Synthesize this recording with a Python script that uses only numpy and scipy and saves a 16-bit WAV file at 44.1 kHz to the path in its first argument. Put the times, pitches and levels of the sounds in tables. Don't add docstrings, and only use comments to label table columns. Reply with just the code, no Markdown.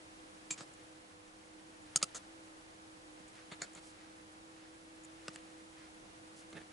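import sys
import numpy as np
from scipy import signal
from scipy.fft import rfft, irfft
from scipy.io import wavfile
from scipy.ndimage import uniform_filter1d

SR = 44100
rng = np.random.default_rng(int(sys.argv[2]) if len(sys.argv) > 2 else 0)


def how_loud(loudness_db):
    steps = np.asarray(loudness_db, float) / 20
    return 10 ** steps


def wav_out(sig):
    wavfile.write(sys.argv[1], SR, np.round(np.clip(np.atleast_2d(sig).T, -1, 1) * 32767).astype(np.int16))


N = 296352
TOP_HZ = 11080
T = np.arange(6000) / SR


def level(x, db):
    return x * how_loud(db) / np.sqrt(np.mean(x ** 2))


def peak(x, db):
    return x * how_loud(db) / np.max(np.abs(x))


def fade(t60):
    return np.exp(-np.log(1000) * T / np.clip(t60, 0.004, 0.4))


def ring(modes):
    return sum(how_loud(db) * fade(t60) * np.sin(2 * np.pi * hz * T) for hz, db, t60 in modes)


def after(x, response):
    return signal.fftconvolve(x, response, axes=-1)[..., :len(T)]


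def shaped(points):
    hz, db = np.transpose(points)
    return lambda f: how_loud(np.interp(np.log(f), np.log(hz), db))


def hump(hz, width):
    return lambda f: 1 / np.sqrt(1 + ((f - hz * hz / f) / width) ** 2)


def noise(gain):
    hz = np.fft.rfftfreq(N, 1 / SR) + 1
    spectrum = rfft(rng.standard_normal(N))
    return irfft(spectrum * gain(hz) * (hz < TOP_HZ), N)


def walk(rate):
    hold = int(SR / rate)
    steps = np.repeat(rng.standard_normal(N // hold + 1), hold)
    return 1.295 * uniform_filter1d(uniform_filter1d(steps, hold), hold)[:N]


def causal(points):
    cepstrum = irfft(np.log(shaped(points)(np.fft.rfftfreq(1024, 1 / SR) + 1)))
    cepstrum[1:512] = 2 * cepstrum[1:512]
    cepstrum[513:] = 0
    return irfft(np.exp(rfft(cepstrum)))[:600]


def even(x, size):
    spectrum = rfft(x, 2 * len(T))
    power = uniform_filter1d(np.abs(spectrum) ** 2, size)
    return irfft(spectrum / np.sqrt(power))[..., :len(T)]


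def gritty_push(length_ms, swell, white, catches):
    u = T / (length_ms / 1000)
    grit = how_loud(1.54 * np.repeat(catches, 24)[:len(T)])
    force = (u ** 0.17 + max(swell, 0) * u ** 2) * np.exp(-0.9 * u ** 2)
    return even(force * grit * white, size=120)


def wall_reflections(room_db, shut_ms, common, differing):
    sides = signal.lfilter(*signal.butter(1, 3020, fs=SR), differing)
    walls = common + 1.03 * sides * np.array([[1], [-1]])
    walls = even(walls * fade(0.14) * np.clip(T / 0.0073, 0, 1), size=50)
    answer_db = room_db + 9.5 * np.log2(min(shut_ms / 22.3, 1))
    return walls * how_loud(answer_db) / np.sqrt(np.sum(walls[0] ** 2))


def bench_thud(db):
    # f/Hz, level/dB, t60/s
    bench = [(166.6, 11.5, 0.045), (280, -13, 0.05), (564, -9, 0.028)]
    push = np.gradient(np.exp(-((T - 0.004) / 0.00035) ** 2))
    return peak(after(push, ring(bench)), db) * how_loud(np.array([[-1.2], [1.2]]))


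def contact(kind, swell, room_db, thud_db, db, length_ms, shut_ms):
    colour, modes, ring_db = kind
    chance = rng.standard_normal((4, len(T)))
    scrape = gritty_push(length_ms, swell, chance[0], chance[3])
    clatter = peak(after(scrape, causal(colour)), 0)
    rings = sum(peak(after(scrape, ring([mode])), mode[1]) for mode in modes)
    rings = peak(rings, ring_db)
    scale = how_loud(db) / np.max(np.abs(clatter + rings))
    walls = wall_reflections(room_db, shut_ms, chance[1], chance[2])
    steel = clatter + rings + after((clatter + 0.43 * rings)[None], walls)
    gate = 1 - (1 - how_loud(-18)) * np.clip((1000 * T - shut_ms) / 5 + 0.5, 0, 1)
    return (scale * steel + bench_thud(db + thud_db)) * gate


def contacts(kind, events, swell, room_db, thud_db, right_db=0):
    out = np.zeros((2, N + len(T)))
    pan = how_loud(np.array([[-right_db], [right_db]]))
    for s, *row in events:
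        i = int(s * SR)
        out[:, i:i + len(T)] += contact(kind, swell, room_db, thud_db, *row) * pan
    return out


def socket_on_nuts():
    # clatter colour (f/Hz, level/dB per Hz), modes (f/Hz, level/dB, t60/s), ring level/dB
    lift = ([(180, -42), (300, -5), (592, -32), (769, -17.5), (1940, -18), (2410, -3.5), (2730, -13),
             (5640, -15), (7220, -2.5), (12000, -34.5), (15600, -57), (22000, -120)], [(2360, -23, .08),
             (2412, -11, 0.15), (2500, -13, 0.098), (4720, -8, 0.05), (6370, -6, .03), (6885, -6, .07),
             (7030, -9, .05), (7400, 4.5, 0.07), (8130, -9, 0.07)], -1.3)
    snap = ([(180, -75), (300, -10), (620, -4), (1000, -30), (1320, 0), (2500, -30), (2990, -4),
             (4610, -29), (5810, -3), (6780, 11), (9680, -14), (12000, -7), (15600, -38), (22000, -120)],
             [(566, -15.5, 0.045), (1317, -10.5, 0.079), (1630, -25, .02), (3100, -16, 0.016),
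             (4670, -6, 0.079), (4780, -9, 0.045), (4965, -2, 0.034), (5407, -7, 0.092), (6730, -5, 0.037),
             (6800, -4, .015), (7487, -17, 0.15), (8418, 8.5, 0.011), (8600, -17, .05), (9250, -6, 0.014)],
             0.5)
    seat = ([(180, -41), (300, -23), (639, 6.5), (912, -18), (1300, 7), (1590, -18), (2600, -0.5),
             (2990, -6), (6480, 1.5), (9530, 1), (11100, -9), (12000, -44), (15600, -74), (22000, -120)],
             [(635, -7, 0.028), (1301, -7, 0.096), (2570, -21, 0.032), (4500, -7, 0.053), (4930, 3, 0.017),
             (6440, -15, .04), (6630, 1, 0.016), (9640, -3, 0.026)], -6.5)
    slide = ([(180, -43), (300, -11.5), (1110, -14), (1320, -6.5), (2650, -21.5), (3390, -14.5),
              (5720, -15), (6890, -5), (10900, -21.5), (12000, -50), (15600, -77), (22000, -120)],
              [(1360, -8, .02), (6330, 6, 0.013), (7900, -3, 0.013)], -19)
    nudge = ([(180, -31), (300, -7), (1060, -8), (2130, -8.5), (2600, -12.5), (4400, -8.5), (4900, -22),
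              (7100, -13), (10900, -27), (12000, -64), (15600, -90), (22000, -120)], [(1370, 11, 0.029),
              (2180, 7, 0.03), (7100, -8, 0.042)], -7)
    jog = ([(180, -35), (300, -6), (1280, -8), (2160, -7), (3000, -12), (4500, -10), (5000, -34),
            (6000, -26), (7000, -13), (8000, -22), (10900, -29), (12000, -64), (22000, -120)],
            [(1310, 0, .03), (2160, -1, .06), (3480, -5, .04), (4300, -7, .03), (7000, -7, .05)], -9)
    tap = ([(180, -24), (300, -7), (701, 2.5), (950, -16), (1470, 2.5), (2200, -3), (3200, -18),
            (4270, -4.5), (5720, -7), (6780, -4), (10600, -15), (12000, -52), (15600, -82), (22000, -120)],
            [(1466, -11, 0.04), (2210, -5, 0.038), (620, -9.5, 0.035), (4460, 0, 0.016), (5360, -17, .05),
            (6790, 14, 0.013), (7100, -13, 0.018), (7500, -14, .06)], 0.56)
    pull = ([(180, -32), (300, -7), (600, -9), (970, -29), (1260, -3.5), (2130, -16), (2770, -13),
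             (3890, -17), (4830, -15), (9830, -25), (12000, -44), (15600, -74), (22000, -120)],
             [(1305, -6, 0.024), (2750, -9, 0.018), (4800, -2, 0.025), (5400, -11, .02), (7450, -2, 0.012),
             (9490, -7, .012)], -8)
    # t/s, peak level/dB, contact length/ms, gate shuts after/ms
    lifts = [
        (0.5053, -24.5, 4.2, 41),
    ]
    snaps = [
        (1.9589, -11, 1.7, 18.8),
    ]
    seats = [
        (2.0274, -14.5, 2.6, 16.8),
    ]
    slides = [
        (2.146, -31.5, 23, 37),
    ]
    grazes = [
        (2.016, -37.5, 5.7, 11),
    ]
    nudges = [
        (3.605, -49, 5.4, 11),
        (3.755, -46, 9.5, 20),
        (3.772, -47, 8, 22),
        (6.527, -45.5, 5.8, 14),
    ]
    jogs = [
        (3.5148, -38.5, 7.8, 34),
    ]
    taps = [
        (3.6166, -25.5, 3.3, 36),
        (3.629, -41, 4.6, 24),
    ]
    pulls = [
        (5.281, -28.5, 2.06, 12.6),
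    ]
    return (contacts(lift, lifts, 1.9, -1.1, -23) + contacts(snap, snaps, 3.1, -1.5, -29.5)
            + contacts(seat, seats, 0.6, -0.4, -26) + contacts(slide, slides, 0.1, -1.4, -25.5)
            + contacts(nudge, grazes, 0.1, 4, -27) + contacts(nudge, nudges, 0.4, 2.5, -5)
            + contacts(jog, jogs, 1.5, 1.5, -5) + contacts(tap, taps, 3.1, -2.1, -23)
            + contacts(pull, pulls, 0.6, 1.5, -14))


def loose_steel():
    # clatter colour (f/Hz, level/dB per Hz), modes (f/Hz, level/dB, t60/s), ring level/dB
    rattle = ([(180, -31), (300, -13), (793, -8), (870, -22), (1300, -3), (1910, -11.5), (8160, -12.5),
               (10400, -31), (12000, -47), (15600, -74), (22000, -120)], [(1320, -8, 0.02),
               (6540, 0, 0.05)], -14)
    clack = ([(180, -33), (300, -3), (800, -7), (1300, -3), (1900, -12), (3200, -16), (4700, -10.5),
              (6300, -16), (8100, -9), (10400, -28), (12000, -47), (22000, -120)], [(1270, -9, 0.01),
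              (4700, -5, .01), (7640, -2, .08), (8120, 3, .01)], -19)
    tick = ([(290, -49), (500, -6), (1050, -24), (1770, -4), (2400, -18), (3100, -10), (3800, -22),
             (4550, -15), (5600, -24), (8000, -10), (12000, -38), (15600, -58), (22000, -120)],
             [(1700, 0, 0.008), (3050, -2, 0.006), (4550, -1, .006), (7570, 1, .007), (8200, 1, .007)], -1.5)
    flick = ([(3000, -10), (5500, -20), (7000, 3), (9000, -4.5), (11000, -14), (13000, -40)],
              [(7060, 0, 0.025)], -12)
    # t/s, peak level/dB, contact length/ms, gate shuts after/ms
    rattles = [
        (0.5768, -43, 5.7, 30),
        (0.581, -42.5, 13, 26),
    ]
    clacks = [
        (0.6069, -34.5, 2.8, 35),
    ]
    ticks = [
        (5.359, -32.5, 1.46, 6),
        (3.794, -47, 1.2, 6),
        (6.38, -50, 1.5, 10),
    ]
    # t/s, peak level/dB, gate shuts after/ms
    flick_times = [
        (0.735, -52, 16),
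        (1.82, -56, 25),
        (3.279, -50.5, 14),
        (3.732, -50, 8),
        (3.7489, -42.5, 7),
        (5.035, -50, 9.5),
        (5.046, -44.5, 12),
        (6.502, -54, 18),
    ]
    flicks = [(s, db, 5.2, shut_ms) for s, db, shut_ms in flick_times]
    return (contacts(rattle, rattles, 0.1, -0.2, -14) + contacts(clack, clacks, 0.6, 0.1, -11)
            + contacts(tick, ticks, 1.1, -6, -18) + contacts(flick, flicks, 0.6, 0.3, -18))


def brushing():
    # colour (f/Hz, level/dB per Hz), modes (f/Hz, level/dB, t60/s), ring level/dB
    cloth = ([(500, -33), (1200, -10), (2000, -7.5), (3200, -15), (6000, -18.5), (12000, -42)],
              [(1900, 0, 0.0047)], -23)
    rub = ([(2000, -32), (4000, 0), (5000, 0.5), (7500, 1), (10500, -1), (13000, -38)], [(7800, 0, .004)],
            -20)
    # t/s, peak level/dB, length/ms
    cloth_strokes = [
        (1.85, -57.5, 20),
        (3.35, -50.5, 63),
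        (3.97, -56, 95),
        (4.56, -54.5, 107),
        (5.76, -53.5, 99),
    ]
    rub_strokes = [
        (3.761, -52.5, 24),
        (3.82, -51.5, 90),
        (5.33, -52, 22),
        (6.36, -52.5, 45),
    ]
    cloths = [(s, db, ms, ms + 30) for s, db, ms in cloth_strokes]
    rubs = [(s, db, ms, ms + 9.7) for s, db, ms in rub_strokes]
    return contacts(cloth, cloths, 0.3, -4, -22) + contacts(rub, rubs, 0.6, -3, -19)


def knee_on_bench():
    # colour (f/Hz, level/dB per Hz), modes (f/Hz, level/dB, t60/s), ring level/dB
    bump = ([(180, -19), (380, -1), (769, 1), (1050, -15), (1770, -3.5), (2550, -10.5), (3700, -14.5),
             (4500, -24), (9090, -25), (10900, -22), (12000, -73), (15600, -103), (22000, -120)],
             [(330, -9, .04), (453, 3, 0.04), (1750, 1.5, 0.027), (2550, -6, .02), (3440, -7, 0.017)], -1.4)
    # t/s, peak level/dB, contact length/ms, gate shuts after/ms
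    knocks = [
        (3.198, -53, 2.9, 10),
        (6.53, -54, 3, 17),
        (6.546, -53, 2.3, 12),
    ]
    bumps = [
        (3.586, -57, 12, 28),
        (6.551, -47, 6, 14),
        (6.558, -44, 6.5, 13),
        (6.564, -40.5, 8.5, 22),
        (6.576, -44, 7, 14),
        (6.588, -47, 4, 7.4),
        (6.602, -51, 4.8, 9),
        (6.615, -45.5, 3, 9.2),
    ]
    return contacts(bump, knocks, 0.1, -0.2, 5.5, 1.8) + contacts(bump, bumps, 0.6, 1.5, -10.5, 1.8)


def wrench():
    out = socket_on_nuts() + loose_steel() + brushing() + knee_on_bench()
    return signal.sosfilt(signal.butter(3, 105, "high", fs=SR, output="sos"), out[:, :N])


def motor():
    # t/s, f/Hz
    speed = [(0.0, 316.2), (0.6, 315), (1.23, 311.5), (1.68, 316), (2.09, 309.6), (2.3, 319.1),
             (3.55, 314.9), (5.26, 323.1), (6.27, 314.8), (6.61, 320.7), (6.72, 310)]
    # f/Hz, width/Hz, level/dB
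    casing = [(202.6, 11.3, -74.5), (97.5, 21, -77)]
    t = np.arange(N) / SR
    hz = np.interp(t, *np.transpose(speed))
    phase = 2 * np.pi * np.cumsum(hz + 2.64 * walk(13)) / SR
    db = -62 + 0.47 * (hz - 316)
    tone = np.sqrt(2) * how_loud(db + 1.3 * walk(17)) * np.sin(phase + np.array([[-0.21], [0.21]]))
    whine_phase = 2 * np.pi * np.cumsum(500.8 + 5 * walk(10)) / SR
    whine = how_loud(-67.5 + 2.0 * walk(14)) * np.sin(whine_phase)
    drones = sum(level(noise(hump(f, width)), d) for f, width, d in casing)
    return tone * how_loud(np.array([[-0.7], [0.7]])) + (whine + drones) * how_loud(np.array([[-1.8], [1.8]]))


def sleeves():
    # t/s, strength level/dB
    moves = [
        (0.67, 4),
        (2.08, 7),
        (3.68, 6.5),
        (5.3, 8.5),
        (6.72, 5),
    ]
    t = np.arange(N) / SR
    stir_db = sum(db * np.interp(t - s, [-0.35, 0, 0.34], [0, 1, 0]) for s, db in moves)
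    dull = how_loud(-72 + stir_db + 2.25 * walk(60)) * level(noise(hump(1900, 1600)), 0)
    bright = how_loud(-75.5 + 0.17 * stir_db + 2.25 * walk(60)) * level(noise(hump(8000, 5000)), 0)
    return dull + bright


def hiss():
    # f/Hz, level/dB per Hz
    mid_colour = [(15, -41), (25, -12), (192, -12.5), (247, -15), (311, -5.5), (391, -14), (492, -12),
                  (668, -13.5), (740, -12), (979, -17), (2330, -22), (9200, -26.5), (11000, -29.5),
                  (14300, -77), (22000, -120)]
    side_colour = [(15, -50), (25, -26), (141, -18), (169, -17), (197, -12), (281, -14), (311, -12),
                   (433, -9.5), (505, -9.5), (1080, -9), (11000, -30), (14300, -62), (22000, -120)]
    mid = level(noise(shaped(mid_colour)), -61.5)
    side = level(noise(shaped(side_colour)), -59.5)
    return (mid + side * np.array([[1], [-1]])) * how_loud(0.5 * walk(2.01) + np.array([[-0.4], [0.4]]))


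def scene():
    return wrench() + motor() + sleeves() + hiss()


def roll_off(x):
    return signal.sosfilt(signal.butter(12, 12160, fs=SR, output="sos"), x)


def record(dry):
    dull = signal.sosfilt(signal.ellip(6, 0.2, 27, TOP_HZ, fs=SR, output="sos"), dry)
    return roll_off(dull)


dry = scene()
out = record(dry)
wav_out(out)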